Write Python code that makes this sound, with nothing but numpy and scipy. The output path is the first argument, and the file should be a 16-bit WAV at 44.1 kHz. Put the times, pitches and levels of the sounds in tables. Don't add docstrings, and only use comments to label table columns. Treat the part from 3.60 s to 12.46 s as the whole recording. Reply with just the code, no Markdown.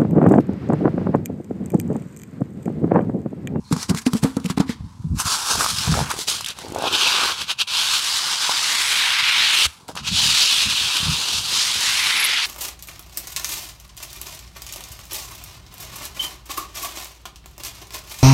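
import sys
import numpy as np
from scipy import signal
from scipy.fft import rfft, irfft
from scipy.io import wavfile
from scipy.ndimage import uniform_filter1d

SR = 44100
rng = np.random.default_rng(int(sys.argv[2]) if len(sys.argv) > 2 else 0)


def attenuation_scalar(level_db):
    decades = np.asarray(level_db, float) / 20
    return 10 ** decades


def digitize_waveform(pressure):
    field = np.atleast_2d(pressure).T
    bounded = np.clip(field, -1, 1)
    quanta = np.round(bounded * 32767).astype(np.int16)
    wavfile.write(sys.argv[1], SR, quanta)


N = 390726

# frequency in Hz, level in dB.
AIR_SPECTRUM = [(18, -32), (30, -23), (364, -2), (666, -1.5), (1010, 14), (1670, -13), (2060, -13.5),
                (3400, -18), (3980, -21), (5310, -42), (16000, -70)]
# frequency in Hz, t60 in seconds.
ROOM_DECAY = [(100, 0.22), (1000, 0.75), (4000, 0.18), (12000, 0.37)]
# frequency in Hz, level in dB.
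CARTON_SPECTRUM = [(30, -21), (55, -2), (85, 0), (120, -3.5), (160, -4), (230, -8.5), (400, -35.5),
                   (1000, -83)]
# time in seconds, level in dB.
SHAKE_LEVEL = [(0.0, -44), (1.19, -44), (1.21, -30), (1.24, -33), (1.33, -46), (1.42, -28.5), (1.43, -26),
               (1.47, -27), (1.48, -35), (1.54, -18), (1.61, -44), (1.66, -33), (1.75, -49), (1.88, -49),
               (1.97, -29.5), (2.08, -51), (2.1, -38), (2.25, -36), (2.29, -17), (2.36, -23), (2.42, -19.5),
               (2.5, -46), (2.62, -44), (2.68, -50), (2.94, -49), (3.18, -42), (3.4, -55), (3.66, -46),
               (3.95, -53), (5.46, -59), (5.62, -49), (6.01, -65), (6.07, -39), (6.13, -56), (6.26, -55),
               (6.36, -40), (6.46, -38), (6.53, -23.5), (6.61, -33.5), (6.69, -31), (6.77, -54),
               (6.96, -60), (7.06, -32), (7.18, -49), (7.25, -38), (7.32, -58), (7.38, -45), (7.41, -35),
               (7.5, -23.5), (7.52, -25), (7.55, -41), (7.66, -51), (7.77, -33), (7.85, -44), (8.86, -58.5)]
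# start in seconds, peak in dB, pitch in Hz.
WALL_KNOCKS = [
    (1.211, -21, 96),
    (1.443, -11.5, 154),
    (1.502, -11, 86),
    (2.291, -4, 157),
    (2.41, -11, 140),
    (6.053, -19, 72.7),
    (6.513, -16, 182),
    (7.479, -12, 161),
    (7.744, -24, 91.5),
]
# start in seconds, length in seconds, start in Hz, end in Hz, level in dB.
FILM_SQUEALS = [
    (8.56, .025, 10800, 10700, -32),
    (8.592, .033, 11000, 10900, -26),
    (8.638, .02, 11300, 10300, -19),
    (8.654, .014, 10500, 14000, -25),
    (8.85, .01, 10600, 10600, -34),
    (.04, .07, 4200, 4200, -52),
]
# start in seconds, thump in dB, slab pitch in Hz, ring t60 in seconds.
FINGER_TAPS = [(0.112, -11.5, 266, 0.045), (0.125, -7, 162, 0.052), (0.165, -19.5, 180, 0.05),
               (0.291, -18, 248, 0.036), (0.3, -7, 173, 0.046), (0.311, -9.5, 182, 0.023),
               (0.343, -15, 170, 0.045), (0.465, -5.5, 256, 0.052), (0.534, -11, 178, 0.056),
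               (0.55, -10.5, 215, 0.037), (0.63, -8.5, 167, 0.064), (0.645, -1, 215, 0.023),
               (0.768, -8.5, 228, 0.026), (0.799, -26, 213, 0.041), (0.847, -15.5, 186, 0.066),
               (0.859, -19, 197, 0.074), (0.901, -13.5, 185, 0.044), (0.975, -7, 217, 0.022),
               (1.001, -11.5, 300, 0.048), (1, -1.5, 194, 0.035), (1.094, -13, 222, 0.029)]
# start in seconds, peak in dB, pitch in Hz, crackle in dB.
STICK_CREAKS = [(0.125, -10.5, 1080, -15.5), (0.164, -16, 1080, -28), (0.229, -13, 5870, -22),
                (0.296, -17, 2770, -20), (0.307, -20, 700, -25), (0.347, -15.5, 1130, -24),
                (0.373, -22, 2100, -21), (0.418, -40, 1100, -31), (0.466, -11.5, 2700, -20.5),
                (0.533, -15, 1170, -18), (0.635, -16, 980, -26), (0.767, -23, 700, -24),
                (0.799, -40, 1130, -36.5), (0.843, -29, 2660, -32), (0.859, -19, 2600, -23),
                (0.9, -14, 1080, -25), (0.977, -11, 780, -46), (1.0, -17, 923, -27),
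                (1.093, -19, 1970, -31), (1.206, -41, 781, -66), (1.954, -12, 910, -17),
                (2.008, -5, 1190, -22), (2.044, -7, 1140, -14), (2.062, -6, 1170, -17),
                (2.186, -5, 4760, -18), (2.341, -7, 1250, -22), (2.374, -10, 670, -34),
                (2.391, -6, 850, -24), (2.404, -11, 870, -29), (2.502, -17, 1100, -18),
                (2.513, -28, 4000, -25), (2.513, -13, 1130, -19), (2.538, -21.5, 412, -33),
                (2.565, -22, 1000, -30), (2.589, -20, 405, -18), (2.674, -41, 1210, -33),
                (2.708, -35, 2830, -33), (2.742, -33, 3450, -41), (2.767, -31, 2930, -28),
                (2.783, -27, 3350, -48.5), (2.808, -18, 1110, -20), (2.845, -13, 3100, -21),
                (2.861, -11, 3550, -20), (2.885, -21, 3330, -18.5), (2.903, -17, 3770, -26),
                (2.987, -22.5, 1110, -26), (3.047, -22, 423, -39), (3.083, -31, 323, -32),
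                (3.101, -23, 303, -36), (3.121, -18, 327, -30), (3.147, -18, 487, -26),
                (3.161, -8.5, 697, -35), (3.185, -14, 530, -25), (3.222, -9, 760, -22),
                (3.24, -7.5, 700, -40), (3.281, -10, 3330, -29), (3.326, -11.5, 3370, -19),
                (3.351, -1, 3330, -22), (4.894, -7, 910, -20), (6.281, -40, 1070, -31),
                (6.289, -21.5, 970, -41), (6.313, -30, 1030, -44), (6.353, -25, 1080, -27.5),
                (6.365, -19, 996, -31), (6.375, -17, 3300, -32.5)]
# time in seconds, drag level in dB.
DRAG_LEVEL = [(0.0, -64), (0.102, -53), (0.128, -29), (0.15, -42), (0.235, -32), (0.279, -54), (0.294, -31),
              (0.303, -27), (0.329, -54), (0.387, -27.5), (0.405, -47), (0.425, -44), (0.445, -61),
              (0.453, -54), (0.466, -27), (0.497, -55), (0.569, -37), (0.616, -60), (0.636, -27.5),
              (0.662, -44.5), (0.752, -56.5), (0.77, -50), (0.786, -60), (0.834, -56), (0.858, -36.5),
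              (0.874, -51), (0.907, -33), (0.932, -52), (0.964, -63), (0.974, -33), (0.984, -29),
              (0.988, -58), (1.004, -25), (1.02, -45), (1.058, -59), (1.102, -33), (1.177, -59),
              (1.54, -64), (1.603, -24), (1.644, -38.5), (1.67, -22), (1.686, -27.5), (1.722, -19),
              (1.78, -28.5), (1.846, -30.5), (1.88, -26.5), (1.915, -17.5), (1.964, -28), (2.009, -22),
              (2.077, -29), (2.103, -24), (2.143, -30.5), (2.185, -25), (2.231, -25.5), (2.413, -29.5),
              (2.484, -40.5), (2.51, -30.5), (2.558, -40.5), (2.616, -27.5), (2.664, -46.5), (2.682, -19),
              (2.856, -42.5), (2.867, -32), (2.909, -33), (2.943, -52), (2.993, -40.5), (3.134, -49.5),
              (3.275, -23.5), (3.314, -29), (3.352, -14.5), (3.37, -22), (3.414, -14.5), (3.514, -18),
              (3.674, -21.5), (3.775, -33.5), (3.819, -22.5), (3.865, -43), (3.897, -22), (3.918, -18),
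              (3.945, -45), (3.971, -55), (3.991, -21.5), (4.017, -14), (4.043, -43), (4.065, -63),
              (4.075, -28), (4.115, -23.5), (4.206, -17.5), (4.252, -20.5), (4.348, -17), (4.404, -25.5),
              (4.564, -21.5), (4.618, -25), (4.731, -22), (4.765, -26), (4.809, -22), (5.244, -21),
              (6.05, -15.5), (6.065, -19.5), (6.072, -41), (6.196, -56), (6.274, -63), (6.288, -42),
              (6.344, -61), (6.374, -29.5), (6.425, -46), (6.475, -20.5), (6.509, -29), (6.561, -17),
              (6.82, -15), (6.988, -17.5), (7.026, -15), (7.078, -23.5), (7.112, -17.5), (7.148, -21),
              (7.279, -20.5), (7.325, -23), (7.365, -17), (7.407, -23.5), (7.788, -23), (7.824, -29),
              (7.976, -18.5), (8.157, -23), (8.261, -20), (8.86, -20)]
# time in seconds, body centre in Hz, groan, panel and fizz levels
# relative to the body in dB, notch gain in dB.
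SLIDE_COLOUR = [(0.2, 5500, -14, -5, -6, -2.0), (0.38, 5860, -15.0, -3.0, -6.5, 0),
                (0.57, 4500, -10, -10, 2, 4), (0.7, 3900, -10, 3, 1, -3), (0.9, 3920, -21, -4.5, -3, -1),
                (1.13, 4040.0, -17, -7.0, -9.5, 4), (1.6, 5580.0, -26, 1.5, 2, -9),
                (1.72, 4800.0, -21.5, -2.5, -4, -8), (1.83, 5000, -25, -2.0, -2.0, -8),
                (1.92, 5100, -16.0, -3.5, -4.5, -11), (2.03, 4850, -11, -1.0, 0, -4),
                (2.15, 4500, -35, -9.5, -4, -4), (2.28, 4780.0, -9, -4, -6.0, -6.0),
                (2.4, 4680.0, -1, 0, -3, -5.0), (2.52, 4450.0, -13, 7.5, -1, -8),
                (2.62, 4450, -8.0, -16, -1.5, -1), (2.75, 4350, -20, -11, -4.0, -4.0),
                (2.88, 3400, -20.5, -8, -6, -2), (3.05, 4130.0, 4.5, -4.5, -6, -2),
                (3.17, 3560, 9, 5.5, -6, -6), (3.26, 3400, 2, -0.5, -13, -13),
                (3.4, 3570, -22.5, -11.5, -12, -7), (3.55, 3530.0, -16.5, -7.0, -12.0, -7),
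                (3.7, 3920, -15.5, -1.5, -8, -5), (3.82, 3500, -22, -9.5, -11.5, -7),
                (4, 3320, -30, -14, -13.0, -11), (4.2, 3540, -38, -11, -9.5, -6.5),
                (4.45, 4350.0, -30, -10.0, -6.0, 0), (4.75, 4320.0, -26, -8.0, -9.5, -3.0),
                (4.9, 4320, -26, -5.0, -8.0, -3.5), (5.05, 4300, -30, -10.0, -8.0, 3),
                (5.3, 3560, -34, -10, -5, 1.5), (5.6, 3100, -32, -10, -14, 0),
                (5.85, 3300, -35, -12.5, -13.0, -0.5), (6.02, 3330.0, -39, -14, -7, -3.5),
                (6.3, 4340.0, 10, -1, 0, -6), (6.38, 3630, -11, -3.0, -12, -4.0),
                (6.5, 3860, -28, -15, -12.0, -8.5), (6.75, 3940, -40, -15.5, -10.0, -4),
                (7.1, 3560, -32.5, -17, -10, -7.0), (7.45, 3660, -23, -9.5, -8.5, -7.0),
                (7.8, 4070, -23.0, -12, -7, -8), (8, 4400, -31.0, -14.0, -9.5, 0),
                (8.2, 4200, -27, -10.5, -7, 1), (8.4, 3650, -37, -12, -7.0, 2),
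                (8.55, 3140.0, -28, -10.5, -9.0, 1), (8.75, 3300, -29.0, -13.5, -13.5, -0.5)]
# frequency in Hz, level in dB.
BODY_SPECTRUM = [(880, -53), (1500, -12), (2220, -5.5), (2420, -2), (3170, -0.5), (3740, -1), (4130, -1.5),
                 (6420, -11.5), (7630, -18), (9000, -29), (11700, -97), (19800, -120)]
# frequency in Hz, level in dB.
GROAN_SPECTRUM = [(150, -15), (260, -1), (420, 2), (650, -2), (900, 4), (1500, -35)]
# frequency in Hz, level in dB.
PANEL_SPECTRUM = [(290, -52), (500, -74), (625, -16.5), (816, -5), (977, 1), (1580, 1), (1840, -5),
                  (2200, -3), (2860, -10), (4840, -120)]
# frequency in Hz, level in dB.
FIZZ_SPECTRUM = [(3530, -19), (6000, -7.5), (6730, -9.5), (7800, -7.5), (9780, -10.5), (11100, -13),
                 (13700, -21.5), (16000, -26)]


def evened(x, axis=None):
    return x / np.sqrt(np.mean(abs(x) ** 2, axis=axis, keepdims=True) + 1e-20)


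def read(points, hz):
    points_hz, value = np.transpose(points)
    return np.interp(np.log(hz + 1), np.log(points_hz + 1), value)


def over_time(points):
    return attenuation_scalar(np.interp(np.arange(N) / SR, *np.transpose(points)))


def coloured(x, spectrum):
    gain = attenuation_scalar(read(spectrum, np.fft.rfftfreq(N, 1 / SR)))
    return evened(irfft(rfft(x) * gain, N))


def add(mix, start_s, sound):
    part = mix[round(start_s * SR):][:len(sound)]
    part += sound[:len(part)]


def ring(hz, t60_s, rise_s):
    t = np.arange(round(1.4 * t60_s * SR) + 50) / SR
    shape = attenuation_scalar(-60 * t / t60_s) * (1 - np.exp(-t / rise_s))
    return shape / shape.max() * np.sin(2 * np.pi * hz * t)


def puff(t60_s, lo_hz, hi_hz):
    t = np.arange(4000) / SR
    band = signal.butter(2, [lo_hz, hi_hz], "band", fs=SR)
    noise = evened(signal.lfilter(*band, rng.standard_normal(len(t))))
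    return noise * attenuation_scalar(-60 * t / t60_s) * (1 - np.exp(-t / 0.0012))


def resonate(x, hz, width_hz):
    turn = np.exp(2j * np.pi * np.cumsum(hz * np.ones(len(x))) / SR)
    pole = np.exp(-np.pi * width_hz / SR)
    smooth = signal.lfilter([1 - pole], [1, -pole], x / turn + 1e-18)
    return 2 * (turn * smooth).real


def jolts(per_s, spread_db):
    sizes = attenuation_scalar(spread_db * np.minimum(rng.exponential(1, N), 4))
    happens = rng.random(N) < per_s / SR
    return evened(sizes * happens * rng.standard_normal(N))


def air():
    return attenuation_scalar(-57.5) * coloured(rng.standard_normal(N), AIR_SPECTRUM)


def room(x):
    tail = np.zeros(SR // 2)
    at = np.arange(200, len(tail) - 20, 20)
    tail[at + rng.integers(0, 20, len(at))] = rng.choice([-1., 1.], len(at))
    hz, t, z = signal.stft(tail, SR, nperseg=256)
    decay = attenuation_scalar(-60 * t / read(ROOM_DECAY, hz)[:, None])
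    tail = signal.istft(z * decay, SR, nperseg=256)[1]
    return signal.fftconvolve(x, tail / np.linalg.norm(tail))[:N]


def box():
    out = coloured(jolts(300, 2.6), CARTON_SPECTRUM) * over_time(SHAKE_LEVEL)
    for start_s, db, hz in WALL_KNOCKS:
        add(out, start_s, attenuation_scalar(db - 6.5) * ring(hz, 0.14, 0.0018))
    return out


def squeals():
    out = np.zeros(N)
    for start_s, length_s, from_hz, to_hz, db in FILM_SQUEALS:
        hz = np.linspace(from_hz, to_hz, round(length_s * SR))
        width_hz = 0.11 * from_hz
        tone = resonate(rng.standard_normal(len(hz)), hz, width_hz)
        tone = resonate(tone, hz, width_hz)
        add(out, start_s, attenuation_scalar(db) * evened(tone) * signal.windows.tukey(len(hz), 0.6))
    return out


def taps():
    out = np.zeros(N)
    for start_s, db, hz, t60_s in FINGER_TAPS:
        boom = ring(hz, max(t60_s, 0.015), 0.0016)
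        box_mode = ring(226 * rng.uniform(0.93, 1.2), 0.17, 0.0049)
        dull_knock = ring(420 * rng.uniform(0.845, 1.14), 0.06, 0.003)
        paper = puff(0.13, 740, 1330)
        add(out, start_s, attenuation_scalar(db + 1.0) * boom)
        add(out, start_s, attenuation_scalar(db - 15.0) * box_mode)
        add(out, start_s, attenuation_scalar(db - 16.0) * dull_knock)
        add(out, start_s, attenuation_scalar(db - 23.5) * paper)
    return out


def creaks():
    out = np.zeros(N)
    for start_s, db, hz, crackle_db in STICK_CREAKS:
        pluck = ring(hz, 5 / hz + 0.003, 0.0003)
        add(out, start_s, attenuation_scalar(db - 2.0) * pluck)
        add(out, start_s, attenuation_scalar(crackle_db + 2.5) * puff(0.019, 2500, 10000))
    return out


def slide():
    judder = uniform_filter1d(uniform_filter1d(rng.standard_normal(N), 500), 500)
    judder_db = 0.82 * evened(judder)
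    slips = np.stack([jolts(12000, 0.73), jolts(700, 2.1)]) * attenuation_scalar(judder_db)
    hz, t, (fine, coarse) = signal.stft(slips, SR, nperseg=512, noverlap=384)
    hz = hz[:, None]
    time_s, centre_hz, groan_db, panel_db, fizz_db, notch_db = np.transpose(SLIDE_COLOUR)

    def layer(spectrum, rel_db):
        return evened(attenuation_scalar(read(spectrum, hz))) * attenuation_scalar(np.interp(t, time_s, rel_db))

    body_hz = hz * 3600 / np.interp(t, time_s, centre_hz)
    body = evened(attenuation_scalar(read(BODY_SPECTRUM, body_hz)), axis=0)
    groan = layer(GROAN_SPECTRUM, groan_db)
    panel = layer(PANEL_SPECTRUM, panel_db)
    fizz = layer(FIZZ_SPECTRUM, fizz_db)

    patches = uniform_filter1d(rng.standard_normal(fine.shape), 5, 0)
    patches_db = 1.3 * evened(uniform_filter1d(patches, 20, 1))
    notch_hz, notch_width_hz = 2015, 380
    notch_shape = np.exp(-((hz - notch_hz) / notch_width_hz) ** 2)
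    dip_db = 1.36 * (np.interp(t, time_s, notch_db) + 1.5) * notch_shape

    z = fine * np.sqrt(body ** 2 + panel ** 2 + fizz ** 2) + coarse * groan
    z = z * attenuation_scalar(patches_db + dip_db)
    hiss = signal.istft(z, SR, nperseg=512, noverlap=384)[1][:N]
    return hiss * over_time(DRAG_LEVEL)


def scene():
    near = box() + squeals() + taps() + creaks() + slide()
    return (near + attenuation_scalar(-23.5) * room(near) + air())[None]


def band_limit(x):
    return signal.sosfilt(signal.butter(12, 16430, fs=SR, output="sos"), x)


def record(dry):
    heard = signal.lfilter(*signal.butter(3, 55., "high", fs=SR), dry)
    ceiling = 0.55
    limited = ceiling * np.tanh(heard / ceiling)
    lowpass = signal.firwin(511, 15850, window=("kaiser", 9), fs=SR)
    mix = signal.oaconvolve(limited, lowpass[None], "same")
    return band_limit(mix)


dry = scene()
out = record(dry)
digitize_waveform(out)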